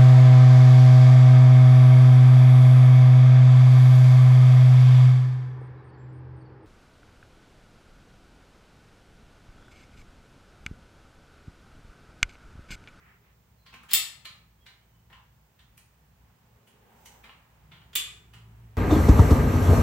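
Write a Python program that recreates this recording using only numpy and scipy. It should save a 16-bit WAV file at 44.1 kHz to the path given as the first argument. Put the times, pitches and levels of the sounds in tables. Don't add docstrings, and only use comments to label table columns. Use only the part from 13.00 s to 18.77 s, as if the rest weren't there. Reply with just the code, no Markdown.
import sys
import numpy as np
from scipy import signal
from scipy.fft import rfft, irfft
from scipy.io import wavfile

SR = 44100
rng = np.random.default_rng(int(sys.argv[2]) if len(sys.argv) > 2 else 0)


def transcribe(u):
    v = np.clip(np.atleast_2d(u).T, -1, 1)
    q = np.round(v * 32767).astype(np.int16)
    wavfile.write(sys.argv[1], SR, q)


N = 254442
TIME = np.arange(N) / SR

# start in seconds, level in dB, treble in dB, chatter time in seconds, spot resonance in Hz.
DIE_CONTACTS = [(.9035, -39, -13, 0.11, 2900), (.9095, -35.5, 0, 0.097, 12800),
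                (.9145, -23, -11, 0.027, 3000), (.9337, -12, 10, .011, 11900),
                (.9382, -10.5, 2.5, 0.013, 3500), (.947, -22, 4, .045, 200)]
# frequency in Hz, relative level in dB.
DIE_SPECTRUM = [(110, -24), (210, -13), (480, -31.5), (1200, -15), (2000, -5), (3200, 1), (5100, -3.5),
                (5900, -11.5), (7500, -5), (9900, -8), (10700, -19.5), (11900, -2.5), (12600, -8.5),
                (15000, -1.5)]
# frequency in Hz, relative level in dB, time to decay by 60 dB in seconds.
DIE_RING = [(128, -28, .7), (2252, -9, .45), (2738, -3, .4), (3186, -8, .45), (3254, -9, .35),
            (3493, -8, .5), (3570, 2, .33), (4131, -11, .5), (4430, -4, .42), (4461, -6, .38),
            (5092, -6, .38), (7022, -7, .36), (7062, -7, .38), (7154, -6, .35), (7192, -1, .28),
            (7716, -4, .34), (7746, -4, .32), (7784, -7, .38), (7881, -2, .35), (9041, -10, .32),
            (9969, -8, .25), (10112, -9, .26), (12047, -5, .24), (14077, -9, .24), (14559, -5, .18),
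            (15226, -6, .22), (15530, -6, .23)]

def die_clank():
    return strike(DIE_CONTACTS, DIE_SPECTRUM, DIE_RING, ring_db=-3.5, room_db=1.33, coherent_hz=7050,
                  rise_s=0.00021, spot_width=0.059, spot_db=2, bass_db_per_octave=0.87, pan_db=6)

# start in seconds, level in dB, treble in dB, chatter time in seconds, spot resonance in Hz.
BAR_CONTACTS = [(4.9305, -46, -3.5, 0.063, 1495), (4.9528, -27.5, 11, 0.079, 14700),
                (4.957, -21, 6.5, 0.039, 3530), (4.9652, -27, -9, 0.018, 3080),
                (5.063, -39, -12, 0.016, 2560)]
# frequency in Hz, relative level in dB.
BAR_SPECTRUM = [(110, -32.5), (220, -21), (380, -8), (580, -21.5), (1200, -10), (2200, -1), (3200, 5.5),
                (4000, -2), (5600, -12), (7400, -6.5), (8200, -14.5), (9200, -11), (11500, -15),
                (15500, -13.5)]
# frequency in Hz, relative level in dB, time to decay by 60 dB in seconds.
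BAR_RING = [(1900, -13, .42), (2166, -13, .5), (2390, -5, .36), (2455, -4, .43), (2686, -4, .36),
            (2740, -8, .33), (2874, -5, .4), (3041, -3, .4), (3256, -2, .34), (3407, -6, .4),
            (3445, -5, .32), (3497, -1, .44), (4433, -11, .42), (4570, -12, .33), (6704, -8, .28),
            (7151, -13, .33), (7472, -3, .27), (7548, -6, .32), (8890, -12, .28), (8925, -10, .27),
            (9937, -13, .29), (14100, -11, .2)]

def bar_drop():
    return strike(BAR_CONTACTS, BAR_SPECTRUM, BAR_RING, ring_db=-2.5, room_db=-0.5, coherent_hz=5000,
                  rise_s=0.00086, spot_width=0.036, spot_db=9.5, bass_db_per_octave=2.3, pan_db=1.2)

# start in seconds, level in dB, treble in dB, chatter time in seconds, spot resonance in Hz.
FRAME_CONTACTS = [(.662, -49.5, -3, 0.084, 4600), (0.7279, -48, -4, 0.041, 2330),
                  (0.739, -43, 3, .03, 2590), (.832, -57, 10, 0.067, 1480), (.888, -51.5, 7.5, 0.34, 3100),
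                  (1.253, -32, 4, 0.025, 4160), (1.663, -44, -1.5, 0.046, 4270),
                  (2.099, -59.5, -2, .1, 1800), (2.127, -51.5, -6, 0.066, 2850),
                  (2.591, -56.5, 2, .07, 3520), (2.777, -48, 19.5, 0.018, 2550),
                  (3.672, -62.5, 12, 0.11, 2900), (4.057, -45, 13, 0.039, 6200),
                  (4.239, -47.5, -1, .06, 2520), (4.293, -40.5, -21, 0.016, 2800),
                  (4.717, -47.5, -9.5, 0.053, 3500), (4.764, -47, -5, 0.0095, 3040),
                  (4.816, -49, -5, 0.015, 3200), (5.335, -51.5, 5, 0.1, 2900)]
# frequency in Hz, relative level in dB.
FRAME_SPECTRUM = [(120, -12.5), (300, -10.5), (600, -11.5), (1000, -2.5), (1900, -1), (3200, -1.5),
                  (4400, -10), (5600, -14.5), (7300, -16.5), (11000, -21), (15500, -22)]
# frequency in Hz, relative level in dB, time to decay by 60 dB in seconds.
FRAME_RING = [(1040, -7, .3), (1790, -3, .22), (2330, -2, .25), (2920, 0, .2), (3210, -5, .25),
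              (4130, -6, .38), (4620, -10, .25), (5950, -17, .22), (7200, -16, .22)]

def frame_knocks(lead_s=0.005, touch_db=-11.5):
    touches = [(s - lead_s, db + touch_db, *rest) for s, db, *rest in FRAME_CONTACTS]
    contacts = touches + list(FRAME_CONTACTS)
    return strike(contacts, FRAME_SPECTRUM, FRAME_RING, ring_db=0, room_db=1.2, coherent_hz=3000,
                  rise_s=0.0016, spot_width=0.09, spot_db=8, bass_db_per_octave=10, pan_db=1)

def strike(contacts, spectrum, modes, ring_db, room_db, coherent_hz, rise_s,
           spot_width, spot_db, bass_db_per_octave, pan_db):
    size = SR * 3 // 5
    t, hz = np.arange(size) / SR, bins(size)
    mode_hz, mode_db, mode_t60 = np.transpose(modes)[:, :, None]
    arrival_phase = 2 * np.pi * rng.random(len(modes)) + 0.9 * rng.standard_normal((2, len(modes)))
    free_ring = fade(t, mode_t60)
    cracks, energy = np.zeros((2, N + size)), np.zeros((len(modes), N + size))
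    for s, db, treble_db, chatter_s, spot_hz in contacts:
        bass_db = bass_db_per_octave * np.log2(3100 / spot_hz) - 0.25 * treble_db
        colour_db = on_log_axis([(900, bass_db), (2400, 0.018), (3800, 0), (9000, treble_db)], hz)
        colour_db += spot_db / (1 + ((hz / spot_hz - 1) / spot_width) ** 2)
        chatter = fade(t, chatter_s)
        crack = noise_pair(spectrum, size, coherent_hz, colour_db) * chatter * (1 - np.exp(-t / rise_s))
        swing = undb(db + mode_db + np.interp(mode_hz, hz, colour_db)) * free_ring * (1 - chatter)
        start = int(s * SR)
        cracks[:, start:start + size] += undb(db) * crack
        energy[:, start:start + size] += chatter_s * swing ** 2
    cracks, rings = cracks[:, :N], np.zeros((2, N))
    live = np.flatnonzero(energy[0, :N])
    phase = 2 * np.pi * mode_hz * TIME[live] + 0.55 * np.array([walk(45)[live] for _ in modes])
    vibration = np.sqrt(energy[:, live]) * np.exp(1j * phase)
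    rings[:, live] = (np.exp(1j * arrival_phase) @ vibration).imag
    echo = reverberation(cracks, build_s=0.0036, coherent_hz=900)
    sound = cracks + undb(ring_db) * rings + undb(room_db) * echo
    return sound * undb(np.array([[pan_db], [-pan_db]]) / 2)

# start in seconds, length in seconds, first and last frequency in Hz, level in dB.
SQUEAK_GLIDES = [(.57, .12, 4150, 4050, -77), (1.57, .14, 3350, 3150, -75), (1.72, .33, 3150, 2950, -84)]

def squeaks(waver=0.0088, uneven_db=3, room_db=3):
    tones = np.zeros(N)
    for s, length, first_hz, last_hz, db in SQUEAK_GLIDES:
        progress = np.clip((TIME - s) / length, 0, 1)
        hz = (first_hz + (last_hz - first_hz) * progress) * (1 + waver * walk(500))
        envelope = undb(db + uneven_db * walk(90)) * np.sin(np.pi * progress)
        tones += envelope * np.sin(2 * np.pi * np.cumsum(hz) / SR)
    echo = reverberation(np.array([tones, tones]), build_s=0.004, coherent_hz=895)
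    return tones + undb(room_db) * echo

# time in seconds, relative level of the rubbing in dB.
ARM_EFFORT = [(2.4, -74), (3.63, -70), (4.13, -63), (4.53, -68.5), (4.98, -68), (5.09, -71), (5.77, -66.5)]
# frequency in Hz, relative level in dB.
ARM_SPECTRUM = [(150, -12), (230, 4.5), (310, -7.5), (450, -4), (900, 3.5), (1200, -1.5), (1800, -3.5),
                (3000, -8), (5000, -22.5), (8000, -18.5), (15000, -25.5)]

def sliding_arm(rub_db=2):
    level_db = rub_db + curve(ARM_EFFORT, TIME) + 0.7 * walk(14)
    return noise_pair(ARM_SPECTRUM, N, coherent_hz=570) * undb(level_db)

# peak time in seconds, length in seconds, frequency in Hz, bandwidth in Hz, peak level in dB.
NOISE_SWELLS = [(.085, 0.25, 1760, 1240, -59.5), (0.278, 0.19, 1700, 1800, -67.5),
                (0.12, 0.97, 420, 69.6, -78.5), (0.785, 0.21, 205, 68, -64),
                (2.182, 0.17, 1000, 230.6, -62), (3.91, 0.85, 218.4, 36.76, -70.5),
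                (3.92, 1.25, 450.2, 160, -70.5), (4.071, 0.56, 856, 200, -64.5),
                (4.1, 0.48, 14500, 3100, -70.5), (4.09, 0.38, 6900, 3500, -70.5),
                (4.672, 0.4, 149.3, 60.3, -63.5), (5.34, 1.8, 380, 118.8, -73)]

def noise_swells():
    sound = 0
    for peak_s, length, hz, width, db in NOISE_SWELLS:
        band_db = -10 * np.log10(1 + (2 * (bins(N) - hz) / width) ** 4)
        band = noise_pair([(1, 0), (SR, 0)], N, coherent_hz=597, colour_db=band_db)
        swell = np.cos(np.pi * np.clip((TIME - peak_s) / length, -0.5, 0.5))
        sound += undb(db) * swell * band / band.std()
    return sound

# frequency in Hz, reverberation time in seconds.
ROOM_DECAY = [(150, 0.17), (1000, 0.66), (3000, 0.42), (7500, 0.41), (11000, 0.31), (15500, 0.085)]

def reverberation(sound, build_s, coherent_hz):
    size = SR * 4 // 5
    t, hz = np.arange(size) / SR, bins(size)
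    echoes = rfft(noise_pair([(1, 0), (SR, 0)], size, coherent_hz))
    tail = 0
    for band_hz, t60 in ROOM_DECAY:
        band = on_log_axis([(f, f == band_hz) for f, _ in ROOM_DECAY], hz)
        tail += irfft(echoes * band, size) * fade(t, t60)
    tail *= 1 - np.exp(-t / build_s)
    return signal.fftconvolve(sound, tail / np.sqrt(np.sum(tail ** 2) / 2), axes=1)[:, :N]

# frequency in Hz, relative level in dB.
RUMBLE_SPECTRUM = [(22, -35.5), (38, -19), (58, 8), (80, -3), (115, -2.5), (160, -2), (220, -11.5),
                   (300, -28.5), (600, -49.5)]

def rumble(quiet_db=-63.5, loud_db=-58, grows_s=4.48, rise_s=0.23, heave_db=2.5):
    level_db = curve([(grows_s, quiet_db), (grows_s + rise_s, loud_db)], TIME)
    return noise_pair(RUMBLE_SPECTRUM, N, coherent_hz=453) * undb(level_db + heave_db * walk(8))

# frequency in Hz, relative level in dB.
HUM_PARTIALS = [(58.5, -8.5), (113.5, -3), (172, -18), (228, -23.5)]

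def machine_hum(idle_db=-67.5, full_db=-49, swells_s=5.165, rise_s=0.2, waver=0.017, throb_db=2):
    warped_time = np.cumsum(1 + waver * walk(24)) / SR
    hum = sum(undb(db + throb_db * walk(9)) * np.sin(2 * np.pi * (hz * warped_time + rng.random()))
              for hz, db in HUM_PARTIALS)
    level_db = curve([(swells_s, idle_db), (swells_s + rise_s, full_db)], TIME)
    return np.sqrt(2) * hum * undb(level_db)

# frequency in Hz, relative level in dB.
HISS_SPECTRUM = [(100, 1), (400, 14), (900, 3), (2000, 3), (4500, 1.5), (7200, 1), (10500, -6), (13000, 0),
                 (15500, 3.5)]

def hiss(level_db=-70):
    return noise_pair(HISS_SPECTRUM, N, coherent_hz=586) * undb(level_db)

def noise_pair(spectrum, size, coherent_hz, colour_db=0):
    hz = bins(size)
    gain = undb(on_log_axis(spectrum, hz))
    mid, side = rfft(rng.standard_normal((2, size)))
    coherence = 1 / (1 + (hz / coherent_hz) ** 2)
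    pair = mid * np.sqrt((1 + coherence) / 2) + np.array([side, -side]) * np.sqrt((1 - coherence) / 2)
    return irfft(pair * gain * undb(colour_db) / np.sqrt(np.mean(gain ** 2)), size)

def fade(t, t60):
    return np.exp(-np.log(1000) * t / t60)

def walk(rate_hz):
    knots = rng.standard_normal(6000)
    return np.interp(TIME * rate_hz, np.arange(len(knots)), knots)

def undb(db):
    return 10 ** (np.asarray(db) / 20)

def curve(rows, at):
    return np.interp(at, *np.transpose(rows))

def on_log_axis(rows, hz):
    points, values = np.transpose(rows)
    return np.interp(np.log(hz + 1), np.log(points), values)

def bins(size):
    return np.arange(size // 2 + 1) * SR / size

def scene():
    impacts = die_clank() + bar_drop() + frame_knocks()
    friction = squeaks() + sliding_arm()
    return impacts + friction + noise_swells() + rumble() + machine_hum() + hiss()

# frequency in Hz, left minus right level in dB.
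PORT_BALANCE = [(100, 0), (3000, -1.5), (10000, -2.5), (12500, -2.5), (15500, -15.5)]

def record(dry, cutoff_hz=15750):
    lean_db = on_log_axis(PORT_BALANCE, bins(N))
    heard = irfft(rfft(dry) * undb(np.array([lean_db, -lean_db]) / 2), N)
    return signal.sosfilt(signal.ellip(8, 0.2, 70, cutoff_hz, fs=SR, output="sos"), heard)

dry = scene()
out = record(dry)
transcribe(out)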